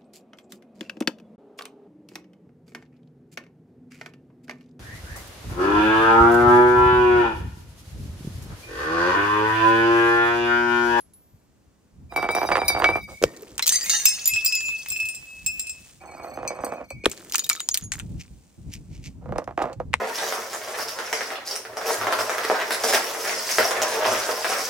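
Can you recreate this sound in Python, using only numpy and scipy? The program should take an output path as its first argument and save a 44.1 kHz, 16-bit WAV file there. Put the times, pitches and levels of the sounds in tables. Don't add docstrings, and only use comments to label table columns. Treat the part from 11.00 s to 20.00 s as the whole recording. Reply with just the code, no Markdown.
import sys
import numpy as np
from scipy import signal
from scipy.fft import rfft, irfft, next_fast_len
from scipy.io import wavfile
from scipy.ndimage import map_coordinates

SR = 44100
rng = np.random.default_rng(int(sys.argv[2]) if len(sys.argv) > 2 else 0)


def to_wav(sig):
    pcm = np.clip(np.atleast_2d(sig), -1, 1) * 32767
    pcm = np.round(pcm).astype(np.int16)
    wavfile.write(sys.argv[1], SR, pcm.T)


N = 396900

# frequency_hz, level_db
AIR_COLOUR = [(59, -43), (100, -13.5), (197, 3.5), (3400, -29), (9210, -32.5), (10900, -30), (11600, -66),
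              (13800, -36.5), (16000, -39)]
# frequency_hz, level_db
WIND_COLOUR = [(15, -43.5), (25, -22.5), (50, 2.5), (75, 2.5), (198, -5.5), (244, -11.5), (288, -13.5),
               (541, -34), (900, -40), (1170, -51.5), (1980, -120)]
# start_s, end_s, level_db, growth_db_per_s
GUSTS = [(0.916, 2.039, -46.5, 8), (2.502, 5.798, -59, 1), (3.296, 3.361, -48, -4), (4.415, 4.477, -49, -2),
         (5.352, 5.435, -46, 0.5), (5.918, 5.933, -33.5, 8), (6.8, 7.19, -36.5, 9),
         (7.296, 7.34, -40.5, -10), (7.575, 8.11, -36.5, -2), (8.138, 8.364, -32, -4),
         (8.43, 8.718, -46, -1), (8.756, 8.912, -38, 25)]
GLASS_MODES = { "first bottle": [(2270, 6, .084), (2320, 9.5, .37), (3772, -8, 0.29), (3964, -15.5, 0.2),
               (4790, -9, 0.43), (4930, -11, 0.095), (5630, -19, 0.3), (6070, -18, 0.096),
               (6950, -21.5, 0.12), (8420, -15.5, .06), (8820, -11.5, 0.078), (9750, -13.5, 0.11),
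               (14070, -17.5, 0.065), (15000, -20.5, .07), (15660, -19, .07)], "chunk": [(2115, -1, .09),
               (4085, 2, .06), (5453, -2, .07), (7173, -12, .04), (8365, -6, .04)],
               "base": [(837, -24, .25), (1320, -18, .25), (1660, -13, .35), (1880, -15, .3),
               (1990, -15, .25), (2804, -7, .2), (3717, -5, .25), (4182, -13, .2), (4430, -7, .25),
               (4735, -10, .28), (5682, -14, .2), (5865, -11, .5), (6243, -6, .45), (6488, -11, .35),
               (6700, -4, .11), (6997, -10, .3), (8675, -6, .12), (9050, -12, .12), (10900, -10, .07),
               (14699, -10, .08)], "neck": [(2596, -2, .35), (5285, -6, .24), (7530, -3.5, .15),
               (8715, -4, .15), (11477, -14, .08), (13100, -12, .08), (15280, 0, .11)],
               "wall piece": [(1850, -10, .25), (1978, -6, .2), (3997, -8, .12), (4688, -1, .18),
               (6328, -2, .14), (7321, -3, .13), (8416, -2, .09), (9593, -1, .1), (9942, -3, .12),
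               (15054, -6, .06)], "shard": [(4920, -3, .28), (7062, 0, .25), (9388, -6, .16),
               (12855, -13, .09)], "second bottle": [(2275, 6, .26), (2485, 5, .12), (4355, 0, .13),
               (4877, -6, .14), (6067, -9, .09), (6170, -4, .08), (7833, -7, .08), (7989, -11, .08),
               (8260, -3, .07), (8667, -11, .06), (10160, -10, .064), (13630, -11, .05)],
               "splinter": [(10850, 15, 0.19), (13100, -7, 0.96)], "sliver": [(5922, -16, .07),
               (6685, 0, .15), (9800, -18, .1)], "thin sliver": [(6950, 0, .2), (14900, -16, .08)],
               "flake": [(3800, 0, .045), (6900, 0, .05), (9700, -12, .03), (14900, -12, .02)],
               "slab": [(1287, 0, .045), (1771, -8, .03), (2277, -2, .055), (3160, -9, .05)], }
# time_s, shift_hz
DRINK_BEND = [(1.1, 70), (1.2, -35), (1.3, 0), (1.35, -25), (1.45, 40), (1.52, -45), (1.6, 40), (1.73, -50),
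              (1.85, -45), (1.95, 35), (2.07, -70), (2.2, -35), (5.0, 10), (5.2, -20), (5.4, 35), (5.6, -5),
              (5.72, 30), (5.88, -35), (5.91, 20), (6.0, -45)]
CLINKS = { "first bottle": [(1.1618, -20, 3.5, 2340), (1.2905, -23.5, -6, 4740), (1.3494, -19.5, 5.5, 5630),
          (1.5194, -17.5, -0.5, 4770), (1.6811, -11.5, 8, 4930), (1.8417, -14, -4, 2150),
          (2.2253, -34.5, 12.5, 3800)], "chunk": [(2.6254, -14, 0, 4085)],
          "wall piece": [(2.262, -42, -21, 1850), (2.338, -49, -24, 1850), (2.7217, -14.5, 3, 8416),
          (2.733, -18.5, 8, 9942), (2.742, -20.5, -2, 1978), (2.7564, -16, 1.5, 6328),
          (2.81, -29.5, -6, 4688)], "base": [(2.6908, -19, 7, 6243), (2.8584, -27, 3, 8690),
          (2.8988, -12.5, 3, 6700), (2.912, -20.5, -1.5, 4430), (2.9344, -16, -4.5, 6240),
          (3.056, -17.5, 3.5, 6260)], "neck": [(3.056, -13, 1, 7530), (3.0644, -13.5, -3, 5290),
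          (3.0844, -13.5, -1, 8715), (3.2745, -24, 2, 13100), (3.3363, -17.5, -7.5, 7530),
          (3.361, -21, -15, 5290), (3.4471, -16, 11, 7530), (3.461, -14.5, 4, 5290),
          (3.5234, -18, -4.5, 5290), (3.683, -25.5, -21, 2600), (3.785, -39, 7, 8715),
          (3.885, -26, 14, 8715), (3.9015, -21.5, 4, 7530), (3.921, -23, 5, 5290), (3.962, -25, -9, 2600),
          (4.0008, -23.5, -6.5, 8715), (4.054, -26, -1, 2600), (4.0866, -25, 1.5, 8715),
          (4.1475, -31, 1, 7530), (4.4623, -17.5, 1.5, 7530), (4.595, -21, 3.5, 7530),
          (4.6688, -29.5, -1.5, 8715), (4.6947, -27, 0, 7530)], "shard": [(3.2555, -23, 1, 7060),
          (3.2745, -14.5, 52, 9390), (3.4594, -21.5, -7, 4920), (3.5524, -24.5, -12, 7060),
          (3.6551, -33.5, 3, 7060)], "second bottle": [(5.4765, -21, 3.5, 6180), (5.6461, -28, 11.5, 8260),
          (5.904, -31.5, 5, 2275), (6.038, -31, -6, 2470)], "splinter": [(.005, -45.5, -17, 10850),
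          (.135, -48, 17, 13100)], "sliver": [(6.7121, -27.5, 3, 6685), (6.8229, -41, -1, 6685),
          (6.838, -34, 26, 9800), (6.9215, -34.5, -13, 5922)], "thin sliver": [(6.6114, -38, -1, 6950)],
          "flake": [(6.394, -21.5, 3.5, 6900), (6.4433, -27.5, -5, 3800), (6.492, -24, -6.5, 6900),
          (6.531, -29, 5, 6900), (6.551, -35, -5, 6900), (6.57, -37, -9, 3800), (6.5975, -28.5, -11, 3800)],
          "slab": [(6.5, -21, 4.5, 1287), (6.5105, -20, -3, 1287), (6.5145, -21, -3.5, 2277),
          (6.565, -37, -10, 1287), (6.577, -38, -8, 1287)], }
# frequency_hz, level_db
CRUNCH_COLOUR = [(500, -22), (2000, -5), (4500, 2.5), (8500, -4), (12000, -10.5), (15000, -6.5)]
# piece, start_s, end_s, low_modes_db, high_modes_db, growth_db_per_s
RINGING = [("first bottle", 1.09, 1.16, -60, -65, 81), ("first bottle", 1.16, 1.8, -41, -47.5, 2),
           ("first bottle", 1.845, 1.97, -30, -45, -35), ("first bottle", 2.07, 2.22, -47, -60, -20),
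           ("wall piece", 2.73, 2.85, -44, -42, -40), ("base", 2.9, 3.22, -42, -33, -38),
           ("neck", 3.275, 3.79, -32, -48, -10), ("neck", 3.905, 4.06, -33, -49, -15),
           ("neck", 4.1, 4.42, -45, -66, -15), ("neck", 4.462, 4.68, -35, -50, -60),
           ("second bottle", 5.0, 5.82, -55, -64, 2), ("second bottle", 5.905, 6.04, -51, -78, 0)]
# start_s, end_s, level_db, growth_db_per_s, first_hz, last_hz
ROLLS = [(1.099, 1.145, -42.5, 155, 765, 800), (1.161, 1.978, -25, -2.5, 814, 782),
         (2.071, 2.116, -31, -2, 696, 655), (5.002, 5.819, -36.5, 13, 745, 670),
         (8.202, 8.421, -41.5, 58.5, 600, 682), (8.576, 8.72, -19, -79, 776, 636)]
# frequency_hz, level_db
TREAD_COLOUR = [(100, -35), (220, -8.5), (340, -2.5), (520, -9), (720, 3), (1000, -4), (1400, -7.5),
                (2000, -17), (3000, -27), (4200, -38.5), (12000, -55.5)]
# pitch_hz, level_db, t60_s
TREAD_MODES = [(384, -41.5, 0.037), (504, -38.5, 0.08), (740, -35.5, 0.02), (1080, -45.5, 0.032),
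               (1220, -48, 0.035)]
# start_s, level_db, change_per_rebound_db
KNOCKS = [(1.123, -25.5, -8), (1.161, -13.5, -2), (1.228, -11.5, -4), (1.289, -10.5, -6.5),
          (1.35, -13, -0.5), (1.416, -12, -2), (1.489, -11.5, -2.5), (1.517, -9, -6), (1.555, -7, -2.5),
          (1.617, -11.5, -15), (1.701, -15, -9.5), (1.749, -14.5, -0.5), (1.8, -12, -7), (1.821, -9, -4.5),
          (1.843, -4.5, -8.5), (1.889, -10.5, -4.5), (1.956, -12.5, -7), (5.037, -34.5, -4.5),
          (5.12, -34, -11), (5.149, -31, -11), (5.198, -29, -11), (5.223, -32, -2), (5.245, -25.5, -6),
          (5.27, -30, -3.5), (5.374, -21.5, -4.5), (5.43, -22, -10), (5.451, -20.5, -12),
          (5.505, -19, -6.5), (5.589, -22.5, -9), (5.637, -15.5, -13), (5.666, -20.5, -11),
          (5.698, -35, -11), (5.722, -18, -6.5), (5.782, -28.5, -7.5), (5.813, -26.5, -7),
          (5.907, -26.5, -20), (8.258, -30, -10), (8.291, -28.5, -12.5), (8.323, -18.5, -20),
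          (8.359, -18, -14), (8.384, -12.5, -16), (8.42, -33.5, -7), (8.476, -19.5, -9.5),
          (8.509, -28, -11.5), (8.577, -12, -4), (8.618, -12, -10.5), (8.64, -16.5, -9),
          (8.656, -19.5, -18), (8.676, -26, -9), (8.698, -26, -3.5), (8.801, -16, -27), (8.936, -25, -22)]
REBOUNDS = [0, .0145, .0245, .034]
# start_s, end_s, level_db, growth_db_per_s
FIZZ = [(2.082, 2.14, -54, 0), (2.3, 2.6, -63, 0), (2.65, 3.05, -41, -3), (3.052, 4.123, -45.5, -6),
        (4.123, 4.9, -54, 0), (6.1, 6.7, -55.5, -3), (6.948, 8.1, -64, -5)]
# frequency_hz, level_db
FIZZ_COLOUR = [(200, -5), (600, 0.5), (1500, -6.5), (2500, -1.5), (4000, -5.5), (7000, -4.5), (9500, -1.5),
               (12000, -25.5), (15000, -9)]
# start_s, level_db, pitch_hz, swell_s
POPS = [(2.217, -18.5, 430, 0.0013), (2.228, -11.5, 407, 0.00096), (2.2383, -2, 479, 0.0014),
        (2.424, -36.5, 439, 0.0058), (6.04, -25.5, 426, 0.0016), (6.0634, -5, 418, 0.0011)]
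# start_s, level_db, tilt_db_per_octave, tail_db
CRACKS = [(2.2251, -21, -2.5, -2.5), (2.2384, -6.5, -5.5, -15), (2.3372, -44, -7, -5), (2.3646, -40, 3, 2),
          (2.422, -40, 12, 0), (2.456, -50, 9, -4), (2.482, -43, -3, -3), (2.5801, -19, 3, -6),
          (2.594, -13, -6.5, -2), (2.624, -18, 4.5, 2), (2.66, -20.5, 3, 9), (2.6671, -10, 13, -1.5),
          (2.674, -16, 8.5, 1.5), (2.6784, -9, 10, 0), (2.692, -9.5, 9, 3), (2.723, -20, 3.5, -2.5),
          (2.81, -23, 2, -7), (2.86, -23, 3.5, -2.5), (2.8963, -11, 5, -6), (3, -23, 2.5, -6),
          (3.055, -4.5, 13, 1.5), (3.257, -14, 16.5, -2), (3.361, -23, 2.5, 5), (3.549, -22, 8, -13),
          (3.554, -15.5, 17, -14), (3.606, -25.5, 4, 3), (3.861, -28, -5.5, 2), (6.046, -25, -7, -1),
          (6.0571, -3, -6.5, -22), (6.0602, -4.5, -10.5, -21), (6.098, -33, 10.5, -5), (6.115, -26, 4, 3),
          (6.176, -36, 0, -1), (6.2972, -33, 4.5, 4.5), (6.3228, -20, 6.5, -5.5), (6.336, -23.5, 5, 11),
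          (6.344, -18, -1.5, 5), (6.348, -14.5, -14.5, -10.5), (6.3559, -8, 5.5, -7.5),
          (6.3585, -16.5, 12.5, -5), (6.3814, -18, 9.5, 2), (6.3933, -16, 4.5, 0), (6.4427, -25, 8, 5.5),
          (6.465, -30.5, 17.5, -2), (6.492, -15.5, 11, 3.5), (6.4989, -5.5, 1.5, -10),
          (6.531, -21.5, 3, -7), (6.551, -34, 3, 2), (6.604, -17.5, 0.5, -11), (6.6887, -9, 6, -11),
          (6.743, -12, 7.5, 6), (6.774, -14, 9, -6.5), (6.9194, -14.5, -1, 0), (6.936, -27, 2, 10),
          (6.998, -21.5, -5.5, -1), (7.736, -37, 5.5, 16), (8.382, -28, -2.5, 0), (8.442, -43, 1, -3),
          (8.622, -29.5, -3, 14), (8.73, -40.5, -2, 4), (8.932, -19, -13, 3.5), (8.9396, -1.5, -10, -14)]
# low_hz, high_hz, level_db
CRACK_BANDS = [(890, 2540, 0.5), (2860, 10440, 2.5), (9250, 16000, -9)]
# start_s, end_s, level_db, growth_db_per_s
SPATTER = [(2.262, 2.56, -57.5, 2), (2.618, 4.105, -47.5, -7), (4.098, 4.958, -66.5, -3),
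           (6.08, 6.31, -52, 1), (6.322, 6.615, -48, -2), (6.748, 6.82, -46, -62),
           (6.926, 6.996, -42.5, -94), (7.0, 7.3, -68.5, -5)]
# start_s, end_s, level_db, growth_db_per_s
TINKLES = [(2.671, 2.975, -35, -5.5), (3.06, 3.85, -44, -8), (6.33, 6.588, -51, -8)]
# peak_s, level_db, rise_s, fall_s
SCRAPES = [(7.21, -46, 0.011, 0.014), (7.74, -45.5, 0.016, 0.016), (7.933, -59, 0.019, 0.055),
           (8.058, -45.5, 0.013, 0.016)]
# frequency_hz, level_db
SCRAPE_COLOUR = [(500, -20), (1500, -9.5), (2300, 7), (3500, -3.5), (5000, -2.5), (6500, -4), (9000, -12.5),
                 (15000, -20.5)]
# frequency_hz, t60_s
STEPS_T60 = [(200, 0.29), (600, 0.062), (2000, 0.065), (7000, 0.15), (15000, 0.017)]
# frequency_hz, lag_rad
PORT_LAG = [(100, 0), (1000, 0.75), (4500, 1.29), (8000, 1.42), (11000, 2.5), (15000, 2.5)]
# frequency_hz, gain_db
MICROPHONE = [(100, -2.5), (1000, 1), (4000, 6), (7000, 10), (9500, 6.5), (11500, 3), (14000, 15.5),
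              (16000, 1.5)]


def amp(db):
    return 10 ** (np.asarray(db) / 20)


def unit_rms(x):
    return x / np.sqrt(np.mean(x ** 2) + 1e-20)


def unit_peak(x):
    return x / (abs(x).max() + 1e-20)


def curve_at(points, hz):
    f, value = np.transpose(points)
    return np.interp(np.log(hz + 1), np.log(f + 1), value)


def add(mix, start, sound):
    part = mix[:, max(round(start * SR), 0):][:, :sound.shape[-1]]
    part += sound[..., :part.shape[1]]


def coloured(x, points):
    size = next_fast_len(x.shape[-1])
    gain = amp(curve_at(points, np.fft.rfftfreq(size, 1 / SR)))
    return irfft(rfft(x, size) * gain, size)[..., :x.shape[-1]]


def drift(size, per_s):
    knots = rng.standard_normal(int(size / SR * per_s) + 4)
    return unit_rms(map_coordinates(knots, [np.arange(size) * per_s / SR], order=2))


def grains(size, per_s, spread_db):
    clicks = (rng.random(size) < per_s / SR) * rng.choice([-1, 1], size)
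    return clicks * amp(spread_db * np.minimum(rng.exponential(1, size), 4))


def stereo_noise(size, width):
    noise = rng.standard_normal((3, size))
    return unit_rms(noise[0] + width * noise[1:])


def stereo_grains(size, per_s, spread_db, width):
    clicks = np.array([grains(size, per_s, spread_db) for _ in range(3)])
    return unit_rms(clicks[0] + width * clicks[1:])


def envelope(start, end, db, growth_db, attack_s, release_s):
    length = end - start
    t = np.arange(0, length + 6 * release_s, 1 / SR)
    level = amp(db + growth_db * np.minimum(t, length))
    return level * np.minimum(t / attack_s, 1) * np.exp(-np.maximum(t - length, 0) / release_s)


def air_and_wind(air_db=-63.5, breeze_db=-60, lump_db=3.5):
    air = amp(air_db) * unit_rms(coloured(stereo_noise(N, width=1), AIR_COLOUR))
    level = np.full((1, N), amp(breeze_db))
    for start, end, db, growth_db in GUSTS:
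        add(level, start, envelope(start, end, db - 1, growth_db, attack_s=0.02, release_s=0.046))
    buffet = coloured(stereo_noise(N, width=0.65), WIND_COLOUR)
    return air + level * unit_rms(buffet * amp(lump_db * drift(N, per_s=26)))


def turning_phase(piece, hz, start, size):
    wander_hz = 26 * hz / 4000 * drift(size, per_s=22)
    if "bottle" in piece:
        shift_hz = wander_hz + np.interp(start + np.arange(size) / SR, *np.transpose(DRINK_BEND))
    else:
        shift_hz = 0.25 * wander_hz
    return 2 * np.pi * (np.cumsum(hz + shift_hz) / SR + rng.random())


def glass_ring(modes, tilt_db, piece=None, start=0, split=0.0055, width=0.55):
    t, out = np.arange(SR // 3) / SR, 0
    for hz, db, t60 in modes:
        chance_db, detune, left, right = rng.standard_normal(4)
        phase = turning_phase(piece, hz, start, len(t)) if piece else 2 * np.pi * (hz * t + rng.random())
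        side = width * np.array([[left], [right]])
        twin_phase = phase + 2 * np.pi * hz * split * detune * t
        wave = np.sin(phase + side) + 0.5 * np.sin(twin_phase - side)
        out = out + wave * amp(db + chance_db + tilt_db * np.log2(hz / 5000) - 60 * t / t60)
    return out


def clinking(gain_db=-1, contact_s=0.00021, crunch_db=-11, crunch_t60=0.075):
    out, t = np.zeros((2, N)), np.arange(SR // 3) / SR
    rise = 1 - np.exp(-t / contact_s)
    for piece, hits in CLINKS.items():
        for start, db, tilt_db, favoured_hz in hits:
            modes = [(hz, mode_db + 7.5 * np.exp(-(np.log2(hz / favoured_hz) / 0.024) ** 2), t60)
                     for hz, mode_db, t60 in GLASS_MODES[piece]]
            ring = glass_ring(modes, tilt_db, piece, start)
            add(out, start, amp(db + gain_db) * unit_peak(ring * rise))
            if "bottle" not in piece:
                grit = coloured(stereo_noise(len(t), width=1), CRUNCH_COLOUR)
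                add(out, start, amp(db + crunch_db) * unit_peak(grit * rise * amp(-60 * t / crunch_t60)))
    return out


def rattle(size, fade_s=0.02, steady=0.12):
    contacts = abs(grains(size, per_s=80, spread_db=3.3))
    return steady + unit_rms(signal.lfilter([1], [1, -np.exp(-1 / (fade_s * SR))], contacts))


def singing(crossover_hz=3100, width=0.6):
    out = np.zeros((2, N))
    for piece, start, end, low_db, high_db, growth_db in RINGING:
        low_level = envelope(start, end, low_db - 2, growth_db, attack_s=0.012, release_s=0.075)
        high_level = envelope(start, end, high_db - 1, growth_db, attack_s=0.012, release_s=0.053)
        size = len(low_level)
        low_modes, high_modes = np.zeros((2, 2, size))
        depth = 1 if "bottle" in piece else 0.35
        for hz, db, _ in GLASS_MODES[piece]:
            phase = turning_phase(piece, hz, start, size)
            side = width * drift(size, per_s=16) * np.array([[1], [-1]])
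            flutter = 1 + depth * drift(size, per_s=48 * hz / 2500)
            band = high_modes if hz > crossover_hz else low_modes
            band += amp(db) * flutter * np.sin(phase + side)
        add(out, start, low_level * unit_rms(low_modes))
        add(out, start, high_level * unit_rms(high_modes * rattle(size))[:, :len(high_level)])
    return out


def tread_hz(time_s):
    rolls = np.array(ROLLS)
    return np.interp(time_s, rolls[:, :2].ravel(), rolls[:, -2:].ravel())


def knock(hz, scatter_db=-28, scatter_t60=0.085, delay_s=0.0018, fade_s=0.03):
    t, f = np.arange(4096) / SR, np.fft.rfftfreq(4096, 1 / SR)
    blow = stereo_noise(len(t), width=0.073) * amp(scatter_db - 60 * t / scatter_t60)
    for mode_hz, db, t60 in TREAD_MODES:
        detuned_hz = mode_hz * (1 + 0.054 * rng.standard_normal())
        blow += amp(db - 60 * t / t60) * np.cos(2 * np.pi * detuned_hz * t)
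    blow[:, 0] = 1
    dispersion = 4 * np.pi * 0.0035 * np.sqrt(f * 1000)
    lag = dispersion + 2 * np.pi * f * delay_s
    wave = irfft(rfft(blow) * amp(curve_at(TREAD_COLOUR, f * 830 / hz)) * np.exp(-1j * lag))
    return wave * signal.windows.tukey(len(t), 0.03) * np.minimum(1, (t[-1] - t) / fade_s)


def rolling(rumble_db=-11, knock_db=-1.67, hard_db=-12.5, lead_s=0.0036, patches=6):
    out = np.zeros((2, N))
    for start, end, db, growth_db, *_ in ROLLS:
        level = envelope(start, end, db, growth_db, attack_s=0.015, release_s=0.017)
        progress = np.arange(len(level)) / SR / (end - start)
        patch = np.minimum(progress * patches, patches - 1).astype(int)
        bumps = grains(len(level), per_s=420, spread_db=2.5)
        rumble = sum(signal.fftconvolve((bumps * (patch == k))[None], unit_rms(knock(hz)), axes=1)
                     for k, hz in enumerate(tread_hz(np.linspace(start, end, patches))))
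        add(out, start, amp(rumble_db) * level * unit_rms(rumble[:, :len(level)]))
    for start, first_db, rebound_db in KNOCKS:
        for k, delay in enumerate(REBOUNDS):
            db = first_db + k * rebound_db
            octaves_up = max(db - hard_db, 0) / 8.5
            hit = knock(tread_hz(start) * 2 ** octaves_up)
            add(out, start + delay - lead_s, amp(db + knock_db) * unit_peak(hit))
    return out * amp([[-2], [2]])


def fizzing(gain_db=-4):
    out = np.zeros((2, N))
    for start, end, db, growth_db in FIZZ:
        level = envelope(start, end, db + gain_db, growth_db, attack_s=0.018, release_s=0.09)
        bubbles = stereo_grains(len(level), per_s=1200, spread_db=2.8, width=1)
        add(out, start, level * unit_rms(coloured(bubbles, FIZZ_COLOUR)))
    return out


def popping(flutter_db=-21, flutter_t60=0.059, gush_db=-42, gush_t60=2.4, puff_db=-27, puff_s=0.0082):
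    out, t = np.zeros((2, N)), np.arange(SR) / SR
    flow_colour = [(40, -18), (200, 4), (380, 7.5), (900, -9.5), (3000, -30)]  # frequency_hz, level_db
    flow_level = amp(flutter_db - 60 * t / flutter_t60) + amp(gush_db - 60 * t / gush_t60)
    puff_level = amp(puff_db) * t / puff_s * np.exp(1 - t / puff_s)
    for start, db, hz, swell_s in POPS:
        push = t / swell_s * np.exp(1 - t / swell_s) * np.sin(2 * np.pi * hz * t)
        flow = flow_level * unit_rms(coloured(rng.standard_normal(len(t)), flow_colour))
        puff = puff_level * unit_rms(coloured(rng.standard_normal(len(t)), WIND_COLOUR))
        add(out, start, amp(db) * (push + puff + flow))
    return out


def chip(t60, count):
    pitches = np.clip(7000 * 2 ** (0.98 * rng.standard_normal(count)), 1800, 15500)
    return glass_ring([(hz, 0, t60) for hz in pitches], tilt_db=-3.5)


def cracking(tick_db=8, tick_t60=0.005, snap_t60=0.051, crumbs_db=-17, crumbs_t60=0.11, chip_db=-16):
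    out, t = np.zeros((2, N)), np.arange(SR // 5) / SR
    for start, db, tilt_db, tail_db in CRACKS:
        snap_level = amp(tick_db - 60 * t / tick_t60) + amp(tail_db - 60 * t / snap_t60)
        snap = snap_level * stereo_noise(len(t), width=0.75)
        crumbs = stereo_grains(len(t), per_s=1500, spread_db=3.5, width=0.85)
        crumbs *= amp(crumbs_db + tail_db - 60 * t / crumbs_t60)
        crack = 0
        for low_hz, high_hz, band_db in CRACK_BANDS:
            band = signal.butter(3, [low_hz, high_hz], "band", fs=SR, output="sos")
            octaves = np.log2(np.sqrt(low_hz * high_hz) / 5000)
            crack += amp(band_db + tilt_db * octaves) * unit_rms(signal.sosfilt(band, snap + crumbs))
        chance_colour = [(hz, 4 * rng.standard_normal()) for hz in np.geomspace(1000, 16000, 16)]
        crack = coloured(np.pad(crack, [(0, 0), (0, len(t))]), chance_colour)[:, :len(t)]
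        add(out, start, amp(db) * unit_peak(crack))
        ring_db = db + chip_db + tail_db / 2 + 0.95 * min(tilt_db, 0)
        add(out, start, amp(ring_db) * unit_peak(chip(t60=0.04, count=9)))
    return out


def spattering(gain_db=-3, tilt_db=-2):
    out, t = np.zeros((2, N)), np.arange(SR // 50) / SR
    for start, end, db, growth_db in SPATTER:
        level = envelope(start, end, db + gain_db, growth_db, attack_s=0.005, release_s=0.02)
        drops = 0
        for hz in np.geomspace(1100, 14000, 20):
            side = rng.uniform(-0.67, 1, (2, 1))
            weight = np.sqrt(hz) * amp(tilt_db * np.log2(hz / 5000))
            tick = weight * np.sin(2 * np.pi * hz * t + side) * np.exp(-t * hz)
            landings = grains(len(level), per_s=16, spread_db=4.5)
            drops += signal.oaconvolve(landings[None], tick, axes=1)
        add(out, start, level * unit_rms(drops[:, :len(level)]))
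    return out


def tinkling(gain_db=-3, fragments=12):
    out = np.zeros((2, N))
    for start, end, db, growth_db in TINKLES:
        level = envelope(start, end, db + gain_db, growth_db, attack_s=0.01, release_s=0.041)
        tinkle = 0
        for _ in range(fragments):
            bounces = grains(len(level), per_s=9, spread_db=2.5)
            tinkle += signal.oaconvolve(bounces[None], chip(t60=0.08, count=3), axes=1)
        add(out, start, level * unit_rms(tinkle[:, :len(level)]))
    return out


def scraping():
    out, t = np.zeros((2, N)), np.arange(-SR // 5, SR // 5) / SR
    for peak_s, db, rise_s, fall_s in SCRAPES:
        grit = coloured(stereo_grains(len(t), per_s=4000, spread_db=6.8, width=0.35), SCRAPE_COLOUR)
        swell = np.exp(np.minimum(t / rise_s, -t / fall_s))
        add(out, peak_s + t[0], amp(db) * unit_rms(grit) * swell)
    return out


def step_echoes(x):
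    taps = np.array([grains(SR // 3, per_s=2500, spread_db=7.3) for _ in range(2)])
    taps[:, :130] = 0
    hz, t, bands = signal.stft(taps, SR, nperseg=256)
    decay = amp(-60 * t / curve_at(STEPS_T60, hz)[:, None])
    tail = signal.istft(bands * decay, SR, nperseg=256)[1]
    return signal.fftconvolve(x, tail / np.linalg.norm(tail[0]), axes=1)[:, :N]


def scene(glass_echo_db=-14, burst_echo_db=-21):
    glass = rolling() + singing() + clinking() + tinkling()
    bursts = cracking() + popping()
    echoes = step_echoes(amp(glass_echo_db) * glass + amp(burst_echo_db) * bursts)
    return glass + bursts + echoes + fizzing() + spattering() + scraping() + air_and_wind()


def record(dry, overload=0.95, edge_hz=15900):
    lag = curve_at(PORT_LAG, np.fft.rfftfreq(N, 1 / SR))
    left = irfft(rfft(dry[0]) * np.exp(-1j * lag), N)
    heard = np.clip(coloured(np.array([left, dry[1]]), MICROPHONE), -overload, overload)
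    lowpass = signal.firwin(511, edge_hz, window=("kaiser", 9), fs=SR)
    return signal.oaconvolve(heard, lowpass[None], "same")


dry = scene()
out = record(dry)
to_wav(out)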